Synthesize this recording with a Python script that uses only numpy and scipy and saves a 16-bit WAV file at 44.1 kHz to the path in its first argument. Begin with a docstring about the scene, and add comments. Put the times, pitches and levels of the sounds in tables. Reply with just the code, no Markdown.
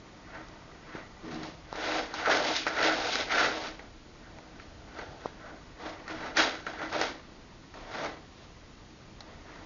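"""A small tiled room, a small camera microphone near a plastic tray: a cat digs in coarse clay litter.
Pushed grains, drawn as clumped random taps, drum on the tray and tick on each other;
the floor, walls, rim and corners of the tray answer each tap as briefly ringing damped sines.
Claws and thrown grains knock on the plastic, a few dull pops have no ring,
and behind it all lie a steady filtered-noise hiss and a low rumble that comes and goes."""
import sys
import numpy as np
from scipy import signal
from scipy.fft import rfft, irfft
from scipy.io import wavfile
from scipy.ndimage import uniform_filter1d

SR = 44100
rng = np.random.default_rng(int(sys.argv[2]) if len(sys.argv) > 2 else 0)


def generate_wav(signal):
    """Clip the signal to [-1, 1] and save it as 16-bit WAV at the path in sys.argv[1]."""
    frames = np.transpose(np.atleast_2d(signal))
    scaled = np.clip(frames, -1, 1) * 32767
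    pcm = np.round(scaled).astype(np.int16)
    wavfile.write(sys.argv[1], SR, pcm)


def volts_from_db(level):
    """Convert decibel levels to linear amplitude ratios."""
    exponent = np.asarray(level, float) / 20
    return 10 ** exponent


N = 425609

# resonances of the tray's parts and of the loose grit: (f/Hz, width/Hz, relative level/dB)
TRAY_FLOOR = [(481, 34.6, 3), (559, 43, 1), (641.3, 42, 5.5), (719.4, 43, 4.5), (822, 163, -0.5)]
TRAY_WALLS = [(1345, 200, 1), (1520, 168, 2), (1705, 72, -3.5)]
TRAY_RIM = [(941, 62, -0.61), (1047, 38, 1), (1206, 120, -2.4)]
TRAY_CORNERS = [(1825, 92, 3.5), (1981, 59, 6), (2152, 230, -3)]
GRIT = [(2340, 1030, -1), (3540, 480, 0.5), (3915, 330, 1), (4650, 380, -2), (5270, 620, -5.5),
        (6560, 800, -12.5)]


def evened(x):
    """Scales to rms 1."""
    return x / np.sqrt(np.mean(x ** 2) + 1e-20)


def read(points, hz):
    """Reads a table on a log-frequency axis."""
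    f, value = np.transpose(points)
    return np.interp(np.log(hz + 1), np.log(f + 1), value)


def force(t, s, hold_s, level_db, rise, fall):
    """Power of one push: climbs, holds from s on, dies away, at steady rates in dB a second."""
    before_s = np.maximum(s - t, 0)
    after_s = np.maximum(t - s - hold_s, 0)
    return volts_from_db(level_db - rise * before_s - fall * after_s) ** 2


def ring(modes):
    """A body's answer to one tap: damped sines of alternating sign, thinned below the lowest, energy 1."""
    t = np.arange(3000) / SR
    out = np.zeros(len(t))
    for k, (hz, width, db) in enumerate(modes):
        decay = np.exp(-np.pi * width * t)  # the wider the resonance, the sooner it dies
        out += (-1) ** k * volts_from_db(db) * width * decay * np.sin(2 * np.pi * hz * t)
    lowest_hz = modes[0][0]
    out = signal.lfilter(*signal.butter(2, 0.82 * lowest_hz, "high", fs=SR), out)
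    return out / np.linalg.norm(out)


def hiss():
    """Steady noise of room and microphone, heavier in the bass: white noise shaped by a spectrum."""
    # spectrum of the hiss: (f/Hz, relative level/dB per Hz)
    spectrum = [(12, -56.5), (20, -2), (190, -14.5), (349, -17.5), (843, -29), (1310, -29), (4550, -31.5),
                (6900, -36.5), (8970, -85.5), (15200, -120)]
    hz = np.fft.rfftfreq(N, 1 / SR)
    shaped = rfft(rng.standard_normal(N)) * volts_from_db(read(spectrum, hz))
    return volts_from_db(-51) * evened(irfft(shaped, N))


def rumble():
    """Low rumble through the ground: noise around 45-100 Hz that swells and dies."""
    # swells of the rumble: (t/s, hold/s, level/dB)
    swells = [(4.63, .08, -57), (4.82, .03, -55), (5.023, 0.074, -52), (6.293, 0.14, -67),
              (9.35, 0.11, -56)]
    band = signal.butter(2, [45, 100], "band", fs=SR, output="sos")
    low = evened(signal.sosfilt(band, rng.standard_normal(N)))
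    t = np.arange(N) / SR
    power = sum(force(t, *row, rise=117, fall=90) for row in swells)
    return np.sqrt(power) * low


def room(x):
    """Sparse echoes of random sign off the tiles, each band dying at its own speed."""
    # time for the echoes to fall by 60 dB: (f/Hz, T60/s)
    t60 = [(300, 0.42), (1500, 0.055), (5000, 0.11)]
    slots = np.arange(200, SR // 2, 20)  # one echo in every 20 samples
    taps = np.zeros(SR // 2 + 20)
    taps[slots + rng.integers(0, 20, len(slots))] = rng.choice([-1., 1.], len(slots))
    hz, t, bands = signal.stft(taps, SR, nperseg=256)
    dying = bands * volts_from_db(-60 * t / read(t60, hz)[:, None])
    tail = signal.istft(dying, SR, nperseg=256)[1]
    return signal.oaconvolve(x, tail / np.linalg.norm(tail))[:N]


def pops():
    """Dull pops with no ring: one push and one pull of air, a single cycle."""
    # the pops: (t/s, peak level/dB, f/Hz)
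    table = [(.951, -29.5, 330), (1.487, -36, 400), (1.7278, -23, 800), (5.2578, -18.5, 720)]
    out = np.zeros(N)
    for s, peak_db, hz in table:
        u = (np.arange(N) / SR - s) * hz * 4.9 - 2.5
        out -= volts_from_db(peak_db) * u * np.exp((1 - u ** 2) / 2)
    return out


def knocks():
    """Claws and grains: a firm contact and a dying rattle drive the tray's ring, with a bright tick."""
    # single knocks: (t/s, peak level/dB, tick over the tray's ring level/dB, share on the walls 0-1,
    #                 rattle decay/s)
    table = [(.485, -42, 6, .3, .002), (1.316, -43, 5, .95, 0.02), (1.344, -37, 15, .5, .003),
             (1.432, -30, 0, 0.4, 0.0033), (1.727, -29, 0, 0, 0.00067), (1.758, -34, -10, 0.4, 0.0032),
             (2.14, -20, -6.5, 0.1, 0.0034), (2.448, -26, 2, 0.6, 0.0026), (2.564, -19, 11, .3, 0.0054),
             (2.667, -14.5, -20, 0.1, 0.0014), (2.671, -20, -20, 0.74, 0.011), (2.681, -23, 0, 0.4, 0.0033),
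             (2.767, -29, -23, 0.8, 0.0028), (2.8, -28, -2, 0.1, 0.0042), (3.155, -16.5, -2, 0.92, 0.0017),
             (3.793, -34.5, -19, .7, 0.0017), (4.386, -35, -16, 0.26, 0.00051),
             (4.598, -35, -13, 0.85, 0.0076), (4.988, -29, -18, 0.3, 0.01),
             (5.259, -32.5, -14, 0.07, 0.005), (6.079, -28.5, -9, 0.5, 0.0059), (6.369, -12.5, 0, 1, 0.017),
             (6.398, -30, -5, 0.7, 0.0011), (6.423, -16, -2, 0.3, 0.0019), (6.666, -21.5, -16, 0.7, 0.0053),
             (6.817, -24.5, -21, 0.2, .0006), (6.927, -29, -6, 0.5, .003),
             (7.014, -12.5, -4.5, 0.16, 0.0013), (7.74, -36.5, -7, .5, 0.0062),
             (8.047, -26, -7, 0.15, 0.0024), (9.206, -30.5, 3.5, 0.5, 0.0032)]
    t = np.arange(3000) / SR
    damped = np.exp(-t / 0.0042)  # the paw stays down and damps the ring
    bodies = (TRAY_FLOOR, TRAY_WALLS, TRAY_CORNERS, TRAY_RIM, GRIT[2:])
    floor, wall, corner, rim, tick = (evened(ring(body) * damped) for body in bodies)
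    out = np.zeros(N + SR)
    for s, peak_db, tick_db, walls, rattle_s in table:
        contact = rng.standard_normal(len(t))
        contact[0] = 7.4  # the firm first touch, the rest is rattle
        low_part = np.sqrt(1 - walls) * (floor + 0.47 * rim)
        high_part = np.sqrt(walls) * (wall + 0.97 * corner)
        body = low_part + high_part + volts_from_db(tick_db) * tick
        knock = signal.fftconvolve(contact * np.exp(-t / rattle_s), body)
        out[round(s * SR):][:len(knock)] += volts_from_db(peak_db) * knock / abs(knock).max()
    return out[:N]


def grains(per_s, spread_db, clump_db, clump_s):
    """Random taps of either sign; a few are large, and they come in clumps as the litter gives way."""
    size_db = spread_db * np.minimum(rng.exponential(1, N), 4)
    clumps = evened(uniform_filter1d(rng.standard_normal(N), round(clump_s * SR)))
    taps = np.sign(rng.standard_normal(N)) * (rng.random(N) < per_s / SR)
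    return evened(taps * volts_from_db(size_db + clump_db * clumps))


def paw_strokes(t):
    """Powers of all drumming, of its share on the walls and of the grit, from settling and paw strokes."""
    # litter settling between strokes: (t/s, drumming level/dB)
    settling = [(0, -61), (.7, -57.5), (1.1, -61), (4.0, -65.5), (4.4, -58), (5.7, -60), (6.0, -54),
                (7.3, -60.5), (7.7, -65.5), (9.1, -64), (9.65, -56)]
    # paw scrapes that swell up, then digs that start abruptly, t at full force:
    # (t/s, hold/s, drumming level/dB, grit over drumming level/dB, share on the walls 0-1)
    scrapes = [(.35, 0.036, -47.5, -13, 0.44), (.963, 0.0037, -46, -8, 0.6), (1.315, 0.036, -47, -4, 0.23),
               (1.442, 0.02, -46, -2, 0.17), (1.86, 0.13, -33.5, -4, 0.38), (2.2, 0.086, -37.5, -6, 0.46),
               (2.455, 0.044, -33, -2.5, 0.18), (2.565, .01, -41, 10, 0.7), (2.81, 0.027, -33.5, -11, 0),
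               (2.85, 0.017, -27, -2.5, 0.47), (2.96, 0.12, -35.5, -2.5, .2), (3.1, 0.038, -40.5, 7, 0.56),
               (3.18, 0.019, -35.5, 1, 0.4), (3.4, 0.038, -27, -4, 0.53), (3.55, 0.033, -38.5, -3, 0.16),
               (3.65, 0.01, -41, -0.5, 0.46), (4.25, 0.051, -61, -11, 0.4), (4.6, .02, -59, -0.5, 1),
               (4.995, 0.017, -43, -8.5, 0.47), (5.1, 0.026, -52, -8, 0.12), (5.25, 0.0083, -50, -5.5, 0.4),
               (5.46, 0.033, -48.5, -16, 0.45), (6.24, .02, -38.5, -8.5, .5), (6.51, 0.022, -54, -11, 0.66),
               (6.83, 0.0061, -39, -10, 0.53), (7.015, 0.021, -34, -1.5, 0.5),
               (7.885, .01, -56.5, -9, 0.05), (7.95, 0.046, -40.5, -6.5, 0.32),
               (8.04, 0.0067, -36.5, -8, 0.23), (8.4, 0.033, -60.5, 1.5, 0.13), (9.29, .03, -56, -7, 0.08),
               (9.5, .15, -55.5, -5.5, 0.44)]
    digs = [(1.24, .04, -54, -10, .1), (1.757, .03, -40, -8.5, .2), (2.14, 0.015, -52.5, 9.5, .12),
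            (2.272, 0.009, -24.5, -14, 0.4), (2.295, 0.059, -27.5, -4, 0.43), (2.668, 0.012, -37, -5, 0.73),
            (3.31, 0.081, -35, -2, 0.44), (3.796, .005, -51, -8, 0.3), (5.8, 0.039, -44.5, -9, 0.11),
            (5.853, 0.008, -43, -4, 0.32), (6.096, 0.0081, -41, -5.5, 0.4),
            (6.374, 0.025, -25.5, -1.5, 0.63), (6.672, 0.018, -40.5, -7, 0.33), (6.928, .03, -35, -9, 0.17),
            (7.747, 0.047, -50.5, -6, 0.06)]
    grit_lag_s = 0.0049  # loose grit follows the paw
    drum = volts_from_db(np.interp(t, *np.transpose(settling))) ** 2
    wall = 0.22 * drum
    grit = drum * volts_from_db(-12) ** 2
    for strokes, rise, fall in ((scrapes, 136, 161), (digs, 799.5, 129)):  # dB/s
        for s, hold_s, level_db, grit_db, walls in strokes:
            push = force(t, s, hold_s, level_db, rise, fall)
            drum = drum + push
            wall = wall + walls * push
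            grit = grit + force(t - grit_lag_s, s, hold_s, level_db + grit_db, rise, fall)
    return drum, wall, grit


def weight_shifts(t):
    """Powers of the deep crunch and of the tray's flexing as the cat shifts its weight."""
    # shifts, t at full load: (t/s, hold/s, deep crunch level/dB, flexing level/dB)
    shifts = [(0.94, 0.025, -62, -60), (1.23, 0.17, -47.5, -47.5), (6.13, 0.091, -57.5, -53),
              (7.95, 0.1, -58, -51)]
    rise, fall = 799.5, 161  # dB/s
    crunch = sum(force(t, s, hold_s, db, rise, fall) for s, hold_s, db, _ in shifts)
    load = sum(force(t, s, hold_s, db, rise, fall) for s, hold_s, _, db in shifts)
    return crunch, load


def raking(t):
    """Power of claws raking a wall, with a firm start and a clear stop."""
    # the rakes: (t/s, hold/s, level/dB)
    rakes = [(2.25, 0.079, -34), (2.768, 0.16, -34), (3.305, 0.16, -32.5), (4.24, 0.033, -59),
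             (6.796, 0.068, -46)]
    return sum(force(t, *row, rise=902, fall=902) for row in rakes)


def digging():
    """Strokes, raking and weight drive grain taps into tray floor, walls, rim, corners, bed and grit."""
    # how near the rim the paws work: (t/s, extra ring of rim and corners level/dB)
    near_rim = [(0, 1), (1.3, 2.5), (1.8, 0), (3.9, 0), (5.1, -4), (6.0, 2.5), (6.4, -1), (7.7, 2),
                (9.65, 0)]
    # deep resonances of the flexing tray and of the litter bed: (f/Hz, width/Hz, relative level/dB)
    tray_flex = [(148.6, 7.5, 1), (224, 98, 0.0042)]
    litter_bed = [(265.7, 22, -0.7), (314, 47, -1), (432, 63, -6.5)]
    t = np.arange(0, N / SR, .001)
    drum, wall, grit = paw_strokes(t)
    crunch, load = weight_shifts(t)
    scraped_wall = wall + raking(t)
    near = volts_from_db(np.interp(t, *np.transpose(near_rim))) ** 2

    # the harder the push, smoothed over 0.18 s, the more the open tray wins;
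    # each part: dB at a gentle push of -62 dB, plus change per dB of force
    harder_db = uniform_filter1d(10 * np.log10(drum), round(0.18 / t[1])) + 62
    bed = volts_from_db(-6 - 0.23 * harder_db) ** 2
    rim = volts_from_db(-2.5 - 0.34 * harder_db) ** 2
    corner = volts_from_db(0.44 - 0.17 * harder_db) ** 2
    flex = volts_from_db(-5 - 0.64 * harder_db) ** 2

    on_floor = grains(per_s=2000, spread_db=3., clump_db=1.0, clump_s=0.0091)
    on_walls = grains(per_s=2500, spread_db=1.0, clump_db=1.5, clump_s=0.0082)
    loose = grains(per_s=5000, spread_db=1.5, clump_db=2.0, clump_s=0.011)
    layers = [(abs(drum - wall), on_floor, TRAY_FLOOR),
              (scraped_wall, on_walls, TRAY_WALLS),
              (scraped_wall * corner * near, loose, TRAY_CORNERS),
              (drum * rim * near, loose, TRAY_RIM),
              (drum * bed + crunch, on_floor, litter_bed),
              (drum * flex + load, on_walls, tray_flex),
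              (grit, 0.63 * loose + 0.59 * on_walls, GRIT)]
    out = np.zeros(N)
    for power, taps, body in layers:
        strength = np.interp(np.arange(N) / SR, t, np.sqrt(power))
        out += signal.oaconvolve(strength * taps, ring(body))[:N]
    return out


def scene():
    """Digging and knocks with their echoes, over the pops, the hiss and the rumble."""
    cat = digging() + knocks()
    return (cat + volts_from_db(-10.5) * room(cat) + pops() + hiss() + rumble())[None]


def low_pass(x):
    """Removes everything above the highest recorded frequency."""
    return signal.sosfilt(signal.butter(12, 7680, fs=SR, output="sos"), x)


def record(dry):
    """The microphone drops the deepest bass, then a steep band limit at 7150 Hz cuts the treble."""
    thin = signal.lfilter(*signal.butter(1, 30, "high", fs=SR), dry)
    edge = signal.firwin(401, 7150, window=("kaiser", 5.5), fs=SR)
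    mix = signal.oaconvolve(thin, edge[None], "same")
    return low_pass(mix)


dry = scene()
out = record(dry)
generate_wav(out)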